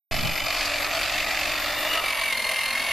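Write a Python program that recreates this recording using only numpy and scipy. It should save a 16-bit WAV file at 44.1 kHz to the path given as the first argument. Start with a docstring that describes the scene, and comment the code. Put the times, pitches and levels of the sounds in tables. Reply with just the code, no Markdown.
"""Hedge trimmer in a yard

A corded electric trimmer works up the side of a bush, a few metres from the microphone. Its motor whines
and, through a gear pair, drives blades that clatter on every stroke and snip twigs. Raised to the top of
the bush it labours: the speed sags and the gears howl. A breeze bumps the microphone."""
import sys
import numpy as np
from scipy import signal
from scipy.fft import rfft, irfft, next_fast_len
from scipy.io import wavfile
from scipy.ndimage import uniform_filter1d, map_coordinates

SR = 44100
rng = np.random.default_rng(int(sys.argv[2]) if len(sys.argv) > 2 else 0)


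def wrap_up_sound(samples):
    """Save the sound to the file named by the first command line argument, as 16-bit audio."""
    columns = np.atleast_2d(samples).T
    # keep every value between -1 and 1, then stretch to whole-number steps
    tamed = np.clip(columns, -1, 1)
    steps = np.round(tamed * 32767).astype(np.int16)
    wavfile.write(sys.argv[1], SR, steps)


N = 128772
FFT_SIZE = next_fast_len(N + 8192)
TIME, FREQ = np.arange(N) / SR, np.fft.rfftfreq(FFT_SIZE, 1 / SR)
PINION_TEETH, WHEEL_TEETH = 8, 50
ENTER_S, LIFT_S, RAISE_S = 0.57, 1.53, 2.007  # the bar goes into the bush, up its side, onto the top


def amp(db):
    """Decibels to gain."""
    return 10 ** (np.asarray(db) / 20)


def unit(x):
    """Scale to rms 1."""
    return x / np.sqrt(np.mean(x ** 2) + 1e-20)


def along(points):
    """(frequency [Hz], value) points read on a log axis."""
    hz, values = np.transpose(points)
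    return np.interp(np.log(FREQ + 1), np.log(hz + 1), values)


def curve(rows):
    """(time [s], value) points joined up, one value a sample."""
    return np.interp(TIME, *np.transpose(rows))


def swells(rows):
    """Bell-shaped rises in gain from (time [s], width [s], level [dB]) rows."""
    return sum(amp(db) * np.exp(-.5 * ((TIME - s) / width) ** 2) for s, width, db in rows)


def wobble(rate):
    """A smooth random curve, rate knots a second."""
    return map_coordinates(rng.standard_normal(8192), [TIME * rate], mode="wrap")


def moved(at_s, move_s=0.23):
    """Progress 0-1 of a change of grip centred on at_s."""
    return np.clip((TIME - at_s) / move_s + .5, 0, 1)


def ring(x, colour):
    """Pass x through a causal body of the given colour; rms 1."""
    cepstrum = irfft(np.log(np.maximum(amp(along(colour)), 1e-5)), FFT_SIZE)
    cepstrum[1:FFT_SIZE // 2] *= 2  # fold to minimum phase
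    cepstrum[FFT_SIZE // 2 + 1:] = 0
    return unit(irfft(rfft(x, FFT_SIZE) * np.exp(rfft(cepstrum)), FFT_SIZE)[..., :N])


def spread(pair, alike=None):
    """Mix two unrelated signals to left and right with the given likeness, by default the tool's."""
    # left-right likeness of the tool at the microphone (frequency [Hz], correlation [-1 to 1])
    tool_alike = [(150, 1), (300, 1), (650, 0.98), (1400, 1), (2900, 0.93), (4500, 0.9), (6500, 0.4),
                  (8200, 0.24), (14000, .3)]
    turn = np.arccos(np.clip(along(alike or tool_alike), -1, 1)) / 2
    mid, side = irfft(rfft(pair, FFT_SIZE) * [np.cos(turn), np.sin(turn)], FFT_SIZE)[:, :N]
    return unit(np.array([mid + side, mid - side]))


def grit(ticks_per_s=1500, scatter_db=2.5, tick_share=0.46):
    """Two channels of rubbing noise with tiny metal contacts in it."""
    contacts = rng.random(N) < ticks_per_s / SR
    strength = amp(scatter_db * np.clip(rng.standard_normal(N), -2, 2))
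    ticks = unit(contacts * strength * rng.choice([-1, 1], (2, N)))
    return np.sqrt(tick_share) * ticks + np.sqrt(1 - tick_share) * rng.standard_normal((2, N))


def stroke_count(turns, lag_strokes=0.11):
    """Blade strokes made so far; they come a little later at the top of the bush."""
    return turns * PINION_TEETH / WHEEL_TEETH - lag_strokes * moved(RAISE_S)


def stroke_force(turns, rise_s=.0014, scatter_s=.0009, scatter_db=.9, drag_db=.5):
    """The blades knock through their play each stroke and rub in between; the foliage drags unevenly."""
    # knocks within one stroke (place in the stroke [0-1], relative level [dB], decay [s])
    knocks = [(.65, 0, .0045), (.88, -1, .0045)]
    # rubbing, stronger deep in the bush (time [s], level against a knock [dB])
    rub = [(.12, -9), (.42, -8.5), (.6, -3.5), (.8, -5), (1.9, -3), (2.1, -5.5)]
    # the blades bite harder or run slack for a moment (time [s], width [s], change in force [dB])
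    bites = [(.432, .01, -4), (.89, .012, -3), (1.258, .008, -5), (1.945, .014, 3), (2.012, .012, -3),
             (2.155, .02, -3), (2.36, .008, -4)]
    strokes = stroke_count(turns)
    count = int(strokes[-1]) + 1
    power, t = np.zeros(N + SR), TIME[:SR // 30]
    for place, db, decay in knocks:
        shape = ((1 - np.exp(-t / rise_s)) * np.exp(-t / decay)) ** 2
        late, hard = np.clip(rng.standard_normal((count, 2)), -1.5, 1.5).T
        times = np.interp(np.arange(count) + place, strokes, TIME, right=TIME[-1] + .1) + scatter_s * late
        hits = np.bincount(np.abs(times * SR).astype(int), amp(db + scatter_db * hard) ** 2, N + SR)
        power += signal.fftconvolve(hits, shape / shape.max())[:N + SR]
    force = np.sqrt(np.abs(power[:N]) + amp(curve(rub)) ** 2)
    bite_db = sum(db * np.exp(-.5 * ((TIME - s) / width) ** 2) for s, width, db in bites)
    return unit(force * amp(bite_db + drag_db * wobble(30)))


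def rattle(force, poses):
    """Grit driven by the force rings a body, cross-faded over (colour, share of power) poses."""
    return sum(np.sqrt(share) * spread(ring(force * grit(), colour)) for colour, share in poses)


def blades(force):
    """Steel clatter whose colour changes with the way the tool is held."""
    # blade clatter (time [s], level [dB])
    clatter = [(.12, -27.5), (.3, -30.5), (.5, -29), (.65, -29), (.8, -29), (1.1, -28), (1.94, -30),
               (2.01, -31), (2.08, -28.5), (2.25, -29), (2.4, -29.5), (2.92, -28.5)]
    # its colour running light, in the side of the bush, going up, on top (frequency [Hz], gain [dB])
    light = [(820, -34), (1400, -19), (1540, -20), (1620, -7.5), (1830, -13.5), (1950, -6), (2230, -2.5),
             (2330, -19), (2440, -5), (2610, -5), (2790, -12), (2910, -5), (3040, -9), (3430, -13),
             (4060, -11), (5110, -8.5), (5670, -21), (7180, -18), (8200, -28), (16000, -120)]
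    side = [(820, -45), (1400, -8.5), (1550, -7), (1830, -0.5), (2590, 0), (3250, -8.5), (3660, -5.5),
            (4000, -7), (4610, -5.5), (5970, -16), (6620, -14), (8200, -18.5), (15000, -120)]
    lifting = [(820, -31), (1400, -6), (1530, -10), (1830, 2), (2120, -2), (2330, 1), (2530, -5.5),
               (2850, -0.5), (3140, -11.5), (3560, -1.5), (3890, -8), (4810, -7), (6190, -20), (6720, -15),
               (8200, -23), (15000, -120)]
    top = [(820, -49), (1400, -40), (1620, -7.5), (1710, -14.5), (1850, -3.5), (1940, -16.5), (2060, -1.5),
           (2150, -3.5), (2350, -15), (2440, -12.5), (2700, -5), (3110, -11), (3350, -18), (3770, -9),
           (3940, -17), (4280, -14), (5000, -17), (5920, -25), (6280, -22), (7620, -30), (15000, -120)]
    entered, lifted, raised = moved(ENTER_S), moved(LIFT_S), moved(RAISE_S)
    poses = [(light, 1 - entered), (side, entered * (1 - lifted)),
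             (lifting, lifted * (1 - raised)), (top, raised)]
    return amp(curve(clatter)) * rattle(force, poses)


def housing(force, pulsing=0.24):
    """The plastic shell rings under the same strokes, more evenly."""
    # ring of the shell (time [s], level [dB])
    level = [(.12, -35), (.6, -34.5), (.8, -32.5), (.97, -34), (1.15, -33.5), (1.6, -35.5), (1.85, -32.5),
             (2.1, -35), (2.35, -36)]
    # its colour held low and on top of the bush (frequency [Hz], gain [dB])
    low = [(120, -33), (200, -16), (259, -15), (294, -12.5), (329, -13), (518, -11.5), (579, 0), (647, 0.5),
           (788, -3.5), (951, -8.5), (1040, -6), (1180, -3), (1350, -5.5), (1550, -12), (2020, -47),
           (3410, -120)]
    top = [(120, -38), (200, -12.5), (263, -12.5), (287, -21.5), (407, -13.5), (483, -13), (522, -5.5),
           (564, -7.5), (669, 1), (723, -8.5), (781, -7), (881, -3), (1110, 0), (1330, -6.5), (1550, -8),
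           (2020, -30), (3410, -120)]
    raised = moved(RAISE_S)
    return amp(curve(level)) * rattle(force ** pulsing, [(low, 1 - raised), (top, raised)])


def patchy(x, depth_db=1.8):
    """Narrow bands swell and fade as the tool shifts."""
    spectra = signal.stft(x, nperseg=1024)[2]
    patches = uniform_filter1d(rng.standard_normal(spectra.shape[1:]), size=3, axis=0)
    patches = uniform_filter1d(patches, size=12, axis=1)
    return signal.istft(spectra * amp(depth_db * unit(patches)), nperseg=1024)[1][:, :N]


def steel(force):
    """Every knock rings the tool's modes anew; they come and go as the bush damps or frees the bar."""
    # modes of the tool (frequency [Hz], t60 [s], clearest at [s], width [s], level [dB])
    modes = [(2500, .2, .35, .25, -37.5), (3015, .1, .3, .22, -37.5), (2860, .08, 1.93, .1, -35),
             (1270, .08, 2.02, .07, -34)]
    t = TIME[:SR // 3]
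    blows = force ** 2 * grit()[0]
    ringing = np.zeros(N)
    for hz, t60, *swell in modes:
        ping = amp(-60 * t / t60) * np.sin(2 * np.pi * hz * t)
        ringing += swells([swell]) * unit(signal.fftconvolve(blows, ping)[:N])
    return ringing


def hiss(force, slide_trim_db=-0.5, air_db=-40.5, left_db=-0.1):
    """Blade slides on blade, and the motor's cooling air rushes out."""
    # sizzle of the sliding steel (time [s], level before trim [dB])
    sizzle = [(.12, -52), (.6, -57), (1.2, -54), (1.95, -48.5), (2.1, -39), (2.4, -38), (2.65, -38),
              (2.92, -43)]
    # colours of the sizzle and the air (frequency [Hz], gain [dB])
    slide_colour = [(6500, -11), (8300, -2), (9000, 12), (9600, 12.5), (10400, 6), (12000, 7.5),
                    (14400, -9.5)]
    air_colour = [(4000, -18), (6000, 2.5), (8000, 1), (9400, 5), (10400, 1.5), (12500, 3.5), (14400, -4)]
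    # their left-right likeness (frequency [Hz], correlation [-1 to 1])
    slide_alike = [(8000, 0.22), (10000, 1), (14000, .6)]
    air_alike = [(6000, 0.61), (9400, -0.5), (11000, -0.42), (13500, 0.27)]
    slide = spread(ring(force ** 1.55 * grit(), slide_colour), slide_alike)  # pulses hard
    air = spread(ring(force ** 0.093 * rng.standard_normal((2, N)), air_colour), air_alike)  # near steady
    return (amp(curve(sizzle) + slide_trim_db) * slide + amp(air_db) * air) * amp([[left_db], [-left_db]])


def gears(turns, force, bear_place=.93, slack=.25, give_rad=.5, play_rad=.7, flutter_rad=.36):
    """The meshing tone and its octave swell once a stroke; between, the teeth slacken and catch anew."""
    # gear howl (time [s], level [dB])
    howl_level = [(.12, -39), (.5, -34.5), (.7, -41), (2.01, -42), (2.045, -31), (2.11, -29), (2.16, -34),
                  (2.29, -27), (2.35, -31), (2.62, -32), (2.92, -30.5)]
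    # its octave, in spurts while the speed is lowest (time [s], level [dB])
    octave_level = [(.12, -50), (2.33, -47), (2.375, -34), (2.41, -40), (2.455, -33.5), (2.57, -45),
                    (2.63, -38), (2.71, -35), (2.76, -43), (2.81, -39), (2.86, -50)]
    stroke = stroke_count(turns) - bear_place
    catches = rng.standard_normal(int(stroke[-1]) + 2)  # a new slip through the play each stroke
    slip = play_rad * map_coordinates(catches, [np.round(stroke)], order=1, mode="nearest")
    slip = uniform_filter1d(slip, size=128)
    bearing = np.cos(np.pi * stroke) ** 2
    mesh = 2 * np.pi * PINION_TEETH * turns + slip + give_rad * bearing + flutter_rad * wobble(170)
    press = (slack + bearing) * force ** .35
    howl = unit(press * np.sin(mesh))
    octave = unit(press * np.sin(2 * mesh + 2 * flutter_rad * wobble(220)))
    return amp(curve(howl_level)) * howl + amp(curve(octave_level)) * octave


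def motor(turns, speed, raised_db=1, whine_order=40, flicker_db=4.5, lead_rad=1.93, left_db=2):
    """The rotor hums; the commutator adds a thin whine, rougher under load."""
    # overtones of the rotor (multiple of the speed, level held low [dB])
    overtones = [(2, -54), (4, -51.5), (9, -43.5), (10, -53.5), (12, -46)]
    # once-a-turn tone of the rotor, and commutator whine (time [s], level [dB])
    unbalance = [(.12, -51), (.8, -47.5), (.95, -53), (1.25, -52.5), (1.35, -49.5), (1.96, -47.5),
                 (2.04, -58)]
    whine_level = [(.12, -38), (.52, -42), (.66, -46), (.85, -39.5), (1.2, -44.5), (1.5, -44), (1.8, -38),
                   (2.05, -41.5), (2.4, -49), (2.7, -50), (2.9, -34.5)]
    angle = 2 * np.pi * turns
    hum = np.zeros(N)
    for order, db in overtones:
        gain = amp(db + 0.92 * wobble(10.1))
        hum += gain * np.sin(order * angle + 0.27 * np.sqrt(order) * wobble(39.88))
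    hum = amp(raised_db * moved(RAISE_S)) * hum + amp(curve(unbalance)) * np.sin(angle)
    load = (speed.max() - speed) / np.ptp(speed)
    phase = whine_order * angle + (.7 + 1.3 * load) * wobble(250)
    whine = np.array([amp(db + flicker_db * wobble(39.96)) * np.sin(phase + lead)
                      for db, lead in [(left_db, lead_rad), (-left_db, 0)]])
    return np.sqrt(2) * hum + amp(curve(whine_level)) * unit(whine)


def wind(trim_db=2, lumpy_db=1.0):
    """A low flutter on the microphone, leaning left, with a few stronger puffs leaning right."""
    # breeze on the microphone (time [s], level before trim [dB])
    breeze = [(0.13, -37.5), (0.25, -42), (0.34, -49), (0.43, -46), (1.5, -46), (1.85, -47), (1.99, -52)]
    # puffs of wind (time [s], width [s], level [dB])
    gusts = [(.18, 0.1, -29), (0.25, 0.016, -34), (.295, 0.048, -39.5), (0.433, 0.022, -37)]
    # colours of the breeze and the puffs (frequency [Hz], gain [dB])
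    breeze_colour = [(10, -7.5), (28, 2.5), (55, -6), (110, -8), (200, -18), (400, -26), (900, -57)]
    puff_colour = [(10, 10.5), (50, -5.5), (130, 0.5), (230, -9), (350, -17.5), (800, -42)]
    # left-right likeness of both (frequency [Hz], correlation [-1 to 1])
    alike = [(30, 0.52), (300, 0.2)]
    strength = amp(curve(breeze) + trim_db + lumpy_db * wobble(22))
    flutter = strength * spread(ring(rng.standard_normal((2, N)), breeze_colour), alike)
    puffs = swells(gusts) * spread(ring(rng.standard_normal((2, N)), puff_colour), alike)
    return flutter * amp([[1], [-1]]) + puffs * amp([[-2], [2.1]])


def twigs():
    """Short cracks as thicker twigs are cut."""
    # twigs snapping (time [s], level [dB], decay [s])
    snaps = [(.2716, -21, .002), (1.0314, -23, .0025), (2.3264, -24, .007), (2.5145, -24, .0025)]
    # colour of a snap (frequency [Hz], gain [dB])
    colour = [(500, -28), (2200, 1), (3600, 6.5), (5000, -3), (8000, -11), (14000, -16)]
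    cracks = sum(amp(db) * (TIME >= s) * np.exp(-np.abs(TIME - s) / decay) for s, db, decay in snaps)
    return cracks * spread(ring(rng.standard_normal((2, N)), colour))


def cutting(force):
    """Needles crunch in the teeth and brush the bar; the shell booms as the blade bears on the bush."""
    # needles shredded, needles brushing, booms of the shell (time [s], width [s], level [dB])
    crunches = [(.59, 0.056, -33.5), (.66, 0.0079, -29), (.97, 0.022, -35), (1.48, .04, -41)]
    brushes = [(.79, 0.027, -45), (1.005, 0.017, -40), (1.83, .035, -44)]
    booms = [(.97, 0.052, -36)]
    # the colour of each (frequency [Hz], gain [dB])
    crunch_colour = [(2500, -23), (3800, -9), (4500, 3.5), (5200, -7), (7500, -17), (12000, -19)]
    brush_colour = [(5000, -14), (8000, -1), (10000, 5), (14000, -9)]
    boom_colour = [(400, -32), (570, -10), (655, 8), (760, -12), (1000, -34)]
    crunch = swells(crunches) * spread(ring(force * grit(), crunch_colour))
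    brush = swells(brushes) * spread(ring(grit(), brush_colour))
    boom = swells(booms) * spread(ring(np.sqrt(force) * grit(), boom_colour))
    return crunch + brush + boom


def scene():
    """The trimmer a few metres off, one motor speed driving every part, and wind at the microphone."""
    # motor speed (time [s], speed [turns/s])
    motor_speed = [(0.11, 291.5), (0.29, 296.2), (0.54, 298.0), (0.62, 294.5), (0.7, 287.2), (0.87, 297.0),
                   (1.45, 299.1), (1.8, 301.2), (1.98, 298.0), (2.1, 286), (2.16, 281.5), (2.22, 286),
                   (2.28, 285), (2.33, 263.5), (2.48, 266.0), (2.62, 260.0), (2.72, 267.0), (2.84, 277.0),
                   (2.92, 276.8)]
    speed = curve(motor_speed)
    turns = np.cumsum(speed) / SR
    force = stroke_force(turns)
    clatter = patchy(blades(force) + housing(force)) + steel(force)
    tool = clatter + hiss(force) + gears(turns, force) + motor(turns, speed)
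    return tool + cutting(force) + twigs() + wind()


def record(dry, start_s=.111, ceiling=.24, top_hz=14450):
    """The microphone opens abruptly, rounds the highest peaks and passes nothing above its band limit."""
    sound = dry * np.clip((TIME - start_s) * 1000, 0, 1)  # 1 ms fade-in
    sound = sound / (1 + np.abs(sound / ceiling) ** 6) ** (1 / 6)
    return irfft(rfft(sound, FFT_SIZE) * (FREQ < top_hz), FFT_SIZE)[:, :N]


dry = scene()
out = record(dry)
wrap_up_sound(out)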